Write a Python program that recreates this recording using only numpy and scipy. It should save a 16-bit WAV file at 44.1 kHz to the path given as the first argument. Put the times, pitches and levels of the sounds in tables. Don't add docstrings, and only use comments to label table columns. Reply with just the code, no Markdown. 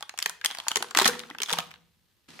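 import sys
import numpy as np
from scipy import signal
from scipy.fft import rfft, irfft, next_fast_len
from scipy.io import wavfile
from scipy.ndimage import uniform_filter1d

SR = 44100
rng = np.random.default_rng(int(sys.argv[2]) if len(sys.argv) > 2 else 0)


def digitize_waveform(pressure):
    field = np.atleast_2d(pressure).T
    bounded = np.clip(field, -1, 1)
    quanta = np.round(bounded * 32767).astype(np.int16)
    wavfile.write(sys.argv[1], SR, quanta)


def invert_db(level):
    return 10 ** (np.asarray(level, dtype=float) / 20)


N = 105840

# start_s, level_db, ring_hz, depth_db, brightness_db
TEARING_CREASES = [(0.008, -39.5, 900, 8, -4), (0.026, -27.5, 3440, 1.5, -10.5),
                   (0.0941, -30, 6600, -12.5, -13.5), (0.1394, -40.5, 810, 11.5, -16),
                   (0.1765, -34.5, 2700, -1.5, -4.5), (0.1885, -21.5, 7100, -8, -8),
                   (0.2017, -32.5, 3340, -11, -6), (0.2201, -36.5, 2900, 2.5, -16.5),
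                   (0.2256, -19, 4800, -20, -4.0), (0.2398, -40.5, 2950, -9.5, -7.5),
                   (0.2599, -16.5, 1765, 0.5, -6.5), (0.2762, -39, 5050, 10, 11),
                   (0.2955, -25.5, 1470, 11.5, 3), (0.4132, -37, 1660, -11.5, -15.5),
                   (0.4305, -60.5, 1460, 7, -10.5), (0.4417, -26.0, 2020, -9, -26.5),
                   (0.4473, -16.5, 1760, -9.5, -1.5), (0.4535, -28.5, 8200, 10.5, 1),
                   (0.4596, -13, 3270, -14.5, -2.5), (0.5032, -30.5, 3200, -2.5, -15.5),
                   (0.5113, -27, 3500, 8, -5.5), (0.5185, -34.5, 3340, -1, -16),
                   (0.5492, -29.5, 1940, -1.5, -7), (0.5718, -37.5, 3700, -7, -9.5),
                   (0.5859, -27.5, 4430, 5.5, -4.5), (0.6006, -27.5, 3420, -1.5, -13.0),
                   (0.6673, -31, 1430, 8.5, -26), (0.671, -31, 917, 13.0, -21.0),
                   (0.6832, -14, 7200, -7, -0.5), (0.7083, -32, 1420, 4.5, -11),
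                   (0.716, -20, 3030, 7.5, -5.5)]
# start_s, level_db, ring_hz, depth_db, brightness_db
RIPPING_CREASES = [(0.758, -14.5, 6580, -3, -9.5), (0.7694, -19.5, 6280, -0.5, -4),
                   (0.7727, -23.5, 2050, -2, -4.5), (0.8045, -37.5, 770, 6.5, -8.5),
                   (0.8253, -20.5, 2780, 2, -6), (0.8441, -33.5, 1570, 7, -13.0),
                   (0.8858, -45.5, 4430, 0.5, -6), (0.9092, -34, 7350, -5.5, -2.0),
                   (0.9113, -34.5, 1420, 4.5, -14), (0.9493, -18.5, 1960, 2.5, -11.0),
                   (0.9617, -28.5, 1180, 2, -13.0), (0.9662, -29, 1080, 6, -6.0),
                   (0.9725, -10.5, 6800, -3.5, -8.5), (0.9771, -27, 6500, 0.5, -1.5),
                   (0.9849, -20.5, 2450, -0.5, -5), (0.9884, -9.5, 1970, 1.5, -4),
                   (0.9983, -14, 3880, 7, -6.5), (1.0043, -19, 4010, 5, -6), (1.0147, -19.0, 1190, 8.5, -9),
                   (1.0191, -16.5, 906, 1, -6.5), (1.0215, -23.5, 900, 2.5, -6),
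                   (1.0303, -25.5, 1290, 6, -6), (1.045, -15.5, 3220, -6, -5.5),
                   (1.0538, -20.5, 4020, -3, -2.5), (1.0563, -11.5, 1800, 3, -7.5),
                   (1.0587, -17.5, 1800, -1.5, -9), (1.0618, -14, 4300, -3.0, -8),
                   (1.064, -17.5, 2140, 0.5, -12.5), (1.076, -15, 4440, -4, -4),
                   (1.0783, -13, 4030, -6.5, 9.5), (1.081, -16, 1630, -2, -2),
                   (1.087, -21.5, 1507, 4, -6.5), (1.0952, -26, 1519, 8, -6),
                   (1.133, -34.5, 1980, -4, -13.5), (1.1413, -37.5, 3260, -6.5, -14),
                   (1.152, -37.5, 3360, 15, -14.5), (1.153, -41.5, 2025, -7, -10),
                   (1.1934, -29, 3920, -21, -8), (1.2014, -31.5, 3740, -21, -15),
                   (1.2351, -38.5, 1370, -2, -24)]
# start_s, level_db, ring_hz, depth_db, brightness_db
SETTLING_CREASES = [(1.2529, -47.5, 1580, -1, -25), (1.2964, -43, 1310, 7.5, -18),
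                    (1.301, -35.5, 3430, 9, -8.5), (1.3107, -35, 1970, 1.0, -22),
                    (1.3487, -36, 1526, 5, -21), (1.3847, -32.0, 2740, -2, -11.5),
                    (1.4027, -27.5, 3100, -8, -14.5), (1.4184, -23, 2880, -22, -11.5),
                    (1.4213, -24.0, 3330, -9.5, -6), (1.4326, -19, 6170, -9, -7),
                    (1.46, -32, 3520, -10, -7.5), (1.476, -40, 3300, -11, -11),
                    (1.4855, -34, 1510, -1.5, -10.5), (1.4895, -30.5, 3200, -12, -14.5),
                    (1.4953, -23, 3560, -6.5, -12), (1.5039, -24, 1340, 0.5, -7.5),
                    (1.5084, -28, 910, 1, -17.5), (1.5141, -27.5, 5200, 5, -8),
                    (1.5279, -17, 3560, -5, 1.5), (1.533, -19.5, 3400, -5, -5.5),
                    (1.5375, -25, 900, 8, -12.0), (1.5411, -34, 940, -1.5, -20),
                    (1.5573, -39, 5860, -2, 11.5), (1.5666, -46, 1340, 27, -16.5),
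                    (1.5713, -33.5, 900, -1, -20), (1.5783, -34, 4060, -9, -27),
                    (1.5861, -20, 3150, 10.5, -4), (1.5884, -23.0, 1282, -1.5, -11),
                    (1.5964, -29, 3220, 9, -7.5), (1.6032, -28, 2580, 5.5, -9.5),
                    (1.7085, -44.5, 1330, -2.5, -11), (1.714, -40, 2480, -10, -14),
                    (1.7395, -42.5, 3630, -9, -17), (1.7589, -48.5, 1567, -14, -21),
                    (2.2874, -52, 2380, -3, -8), (2.3047, -47, 4230, 4.5, -7),
                    (2.3922, -34, 2090, -2.5, -17)]


def snaps():
    rows = TEARING_CREASES + RIPPING_CREASES + SETTLING_CREASES
    return invert_db(0.5) * ring_creases(rows, count=48, size=640)


# time_s, level_db
FILM_STRAIN = [(0, -62.5), (.15, -70), (.25, -54.5), (.4, -70.5), (.5, -55), (.78, -54), (.94, -66),
               (.97, -37.5), (1.03, -40), (1.07, -35.5), (1.12, -48.5), (1.38, -68), (1.46, -56),
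               (1.53, -42), (1.62, -53.5), (1.85, -80)]


def crackle():
    per_s, scatter_db = 450, 4
    r = rng.random((round(per_s * 1.9), 4))
    grid = np.linspace(0, FILM_STRAIN[-1][0], len(r))
    share = np.cumsum(invert_db(curve(FILM_STRAIN, grid) / 4))
    start_s = np.interp((np.arange(len(r)) + r[:, 0]) / len(r), share / share[-1], grid)
    level_db = curve(FILM_STRAIN, start_s) - scatter_db * np.log(r[:, 1] + 0.09)
    ring_hz = 800 * 8 ** r[:, 2]
    depth_db = 6 - 14 * r[:, 2]
    brightness_db = -12 + 12 * r[:, 3]
    rows = np.transpose([start_s, level_db, ring_hz, depth_db, brightness_db])
    return ring_creases(rows, count=14, size=220)


# mode_hz, level_db
FILM_MODES = [(500, -8), (850, -1.5), (1900, -3.5), (2500, -3.5), (3400, 1.5), (7000, -5.5), (16000, -14.5)]
# mode_hz, t60_s
FILM_RING_TIME = [(500, 0.022), (1500, 0.02), (4000, 0.0092), (16000, 0.016)]
# mode_hz, scatter_rad
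MIC_SCATTER = [(300, 0.13), (1000, 0.23), (8000, 1.635)]


def ring_creases(rows, count, size):
    near_db, near_octaves, scatter_db, side_db = 8, 0.083, 2.5, 1.5
    spread_cycles, rise_s = 1.279, 0.000052
    start_s, level_db, ring_hz, depth_db, brightness_db = np.transpose(rows)[:, :, None]
    u = rng.random((len(start_s), 3, count))
    g = rng.standard_normal((len(start_s), 4, count))

    hz = 500 * 32 ** (((np.arange(count) + u[:, 0]) / count) ** 0.59)
    hz[:, :1] = ring_hz

    near = np.exp(-0.5 * (np.log2(hz / ring_hz) / near_octaves) ** 2)
    treble = np.clip(np.log2(hz / 2500), 0, 1.3) * (brightness_db + 8.5)
    bass = np.clip(np.log2(1900 / hz), 0, 1.1) * (depth_db - 1.0)
    gain = invert_db(along(FILM_MODES, hz) + near_db * near + treble + bass + scatter_db * g[:, 0])

    late_s = -spread_cycles / hz[..., None] * np.log(u[:, 1, :, None] + 1e-9)
    t = np.maximum(np.arange(size) / SR - late_s, 0)
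    decay = invert_db(-60 * t / along(FILM_RING_TIME, hz)[..., None])
    shape = gain[..., None] * decay * (1 - np.exp(-t / rise_s))

    turn = along(MIC_SCATTER, hz) * g[:, 1]
    phase = 2 * np.pi * (hz[..., None] * t + u[:, 2, :, None])
    sides = []
    for k in (1, -1):
        modes = shape * invert_db(k * side_db * turn)[..., None] * np.sin(phase + k * turn[..., None])
        sides.append(modes.sum(axis=1))
    sound = np.stack(sides, axis=1)

    power = np.abs(uniform_filter1d((sound ** 2).mean(axis=1), size=50))
    loudest = np.sqrt(power.max(axis=1))[:, None, None]
    return place(np.maximum(start_s[:, 0] - 0.0003, 0), sound * invert_db(level_db[..., None]) / loudest)


# start_s, level_db, pitch_hz
BAG_PUSHES = [(0.2595, -44, 411), (0.766, -30.5, 422), (0.804, -39, 368), (0.842, -42.5, 441),
              (0.965, -31.5, 324), (1.015, -25, 381.4), (1.056, -28.5, 235.7), (1.086, -25.5, 471),
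              (1.308, -44.5, 290), (1.402, -41.5, 419), (1.521, -35.5, 470.5), (1.526, -41, 170),
              (1.585, -43, 170), (2.286, -51, 276)]
# mode_hz, width_hz, level_db
TABLE_MODES = [(170, 13, 7), (232, 6, 6.5), (489, 4, 5.5)]


def table_top(f):
    response = 1
    for mode_hz, width_hz, level_db in TABLE_MODES:
        damping = 1j * f * width_hz
        response = response + invert_db(level_db) * damping / (mode_hz ** 2 - f ** 2 + damping)
    return response


def air_pocket():
    push_db, under_db, t60_s, rise_s = 11, -17, 0.04, 0.003
    start_s, level_db, pitch_hz = np.transpose(BAG_PUSHES)[:, :, None]
    t = np.arange(SR // 10) / SR
    u = rng.random((len(start_s), 3, 1))
    under_hz = pitch_hz[:, None] * (0.33 + 0.6 * u)
    under = invert_db(under_db) * np.sin(2 * np.pi * under_hz * t).sum(axis=1)
    swell = invert_db(level_db + push_db - 60 * t / t60_s) * (1 - np.exp(-t / rise_s))
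    puff = swell * (np.sin(2 * np.pi * pitch_hz * t) + under)
    return filtered(place(start_s.ravel(), np.stack([puff, puff], axis=1)), table_top)


# time_s, level_db
FINGER_RUB = [
    (2.277, -72.5),
    (2.29, -51.5),
    (2.4, -52.5),
]
# frequency_hz, density_db (dB per Hz)
SKIN_COLOUR = [(70, -11.5), (150, 2.5), (600, -12.5), (4140, -11), (12500, -27.5), (16000, -52)]


def fingers():
    grain = invert_db(2 * unit(uniform_filter1d(rng.standard_normal(N), size=120)))
    rub = unit(grain * noise(SKIN_COLOUR, alike=0.39))
    return rub * invert_db(curve(FINGER_RUB, np.arange(N) / SR))


def near_wall(f):
    delay_s, right_lag_s, low_edge_hz = 0.0063, 0.00022, 900
    lag_s = delay_s + right_lag_s * np.array([[0], [1]])
    return 1 + invert_db(-20) * np.exp(-2j * np.pi * f * lag_s) * 1j * f / (low_edge_hz + 1j * f)


# frequency_hz, t60_s
ROOM_DECAY = [(150, 1), (600, 0.38), (3000, 0.4), (15000, 0.23)]


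def room(x):
    out = np.zeros((2, N + SR))
    step = SR // 20
    for a in range(0, N, step):
        hz, t, z = signal.stft(rng.standard_normal((2, SR // 2)), SR, nperseg=256)
        decay = invert_db(-60 * t / along(ROOM_DECAY, hz)[:, None])
        tail = signal.istft(z * decay, SR, nperseg=256)[1]
        tail[1] = 0.5 * tail[0] + 0.83 * tail[1]
        wet = signal.fftconvolve(x[None, a:a + step], tail / np.linalg.norm(tail[0]), axes=1)
        out[:, a + 220:][:, :wet.shape[1]] += wet
    return out[:, :N]


# frequency_hz, density_db (dB per Hz)
HUSH_COLOUR = [(25, -16), (95, 0.5), (300, -33.5), (1500, -32.5), (7000, -30), (15600, -22.5)]


def hush():
    return invert_db(-74.5) * noise(HUSH_COLOUR, alike=0.37)


def unit(x):
    return x / np.sqrt(np.mean(x ** 2) + 1e-20)


def along(points, hz):
    f, v = np.transpose(points)
    return np.interp(np.log(hz + 1), np.log(f + 1), v)


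def curve(rows, s):
    return np.interp(s, *np.transpose(rows))


def noise(spectrum, alike):
    a, b = rng.standard_normal((2, N))
    hz = np.fft.rfftfreq(N, 1 / SR)
    pair = np.array([a, alike * a + np.sqrt(1 - min(alike, 0.99) ** 2) * b])
    colour = invert_db(along(spectrum, hz)) * (hz < spectrum[-1][0])
    return unit(irfft(rfft(pair) * colour, N))


def place(starts_s, sounds):
    out = np.zeros((2, N + sounds.shape[2]))
    for s, sound in zip(starts_s, sounds):
        out[:, int(s * SR):][:, :sound.shape[1]] += sound
    return out[:, :N]


def filtered(x, response):
    m = next_fast_len(N + SR)
    return irfft(rfft(x, m) * response(np.fft.rfftfreq(m, 1 / SR)), m)[..., :N]


def scene():
    bag = snaps() + crackle() + air_pocket() + fingers()
    bag = filtered(bag, lambda f: (1j * f / (130 + 1j * f)) ** 2)
    bag = filtered(bag, near_wall)
    return bag + invert_db(-11.5) * room(bag.mean(axis=0)) + hush()


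def low_pass(x):
    return signal.sosfilt(signal.butter(12, 16400, fs=SR, output="sos"), x)


def record(dry):
    rounded = dry / (1 + np.abs(dry / 0.9) ** 10) ** (1 / 10)
    mix = filtered(rounded, lambda f: 1 / np.sqrt(1 + (f / 14800) ** 20))
    return low_pass(mix)


dry = scene()
out = record(dry)
digitize_waveform(out)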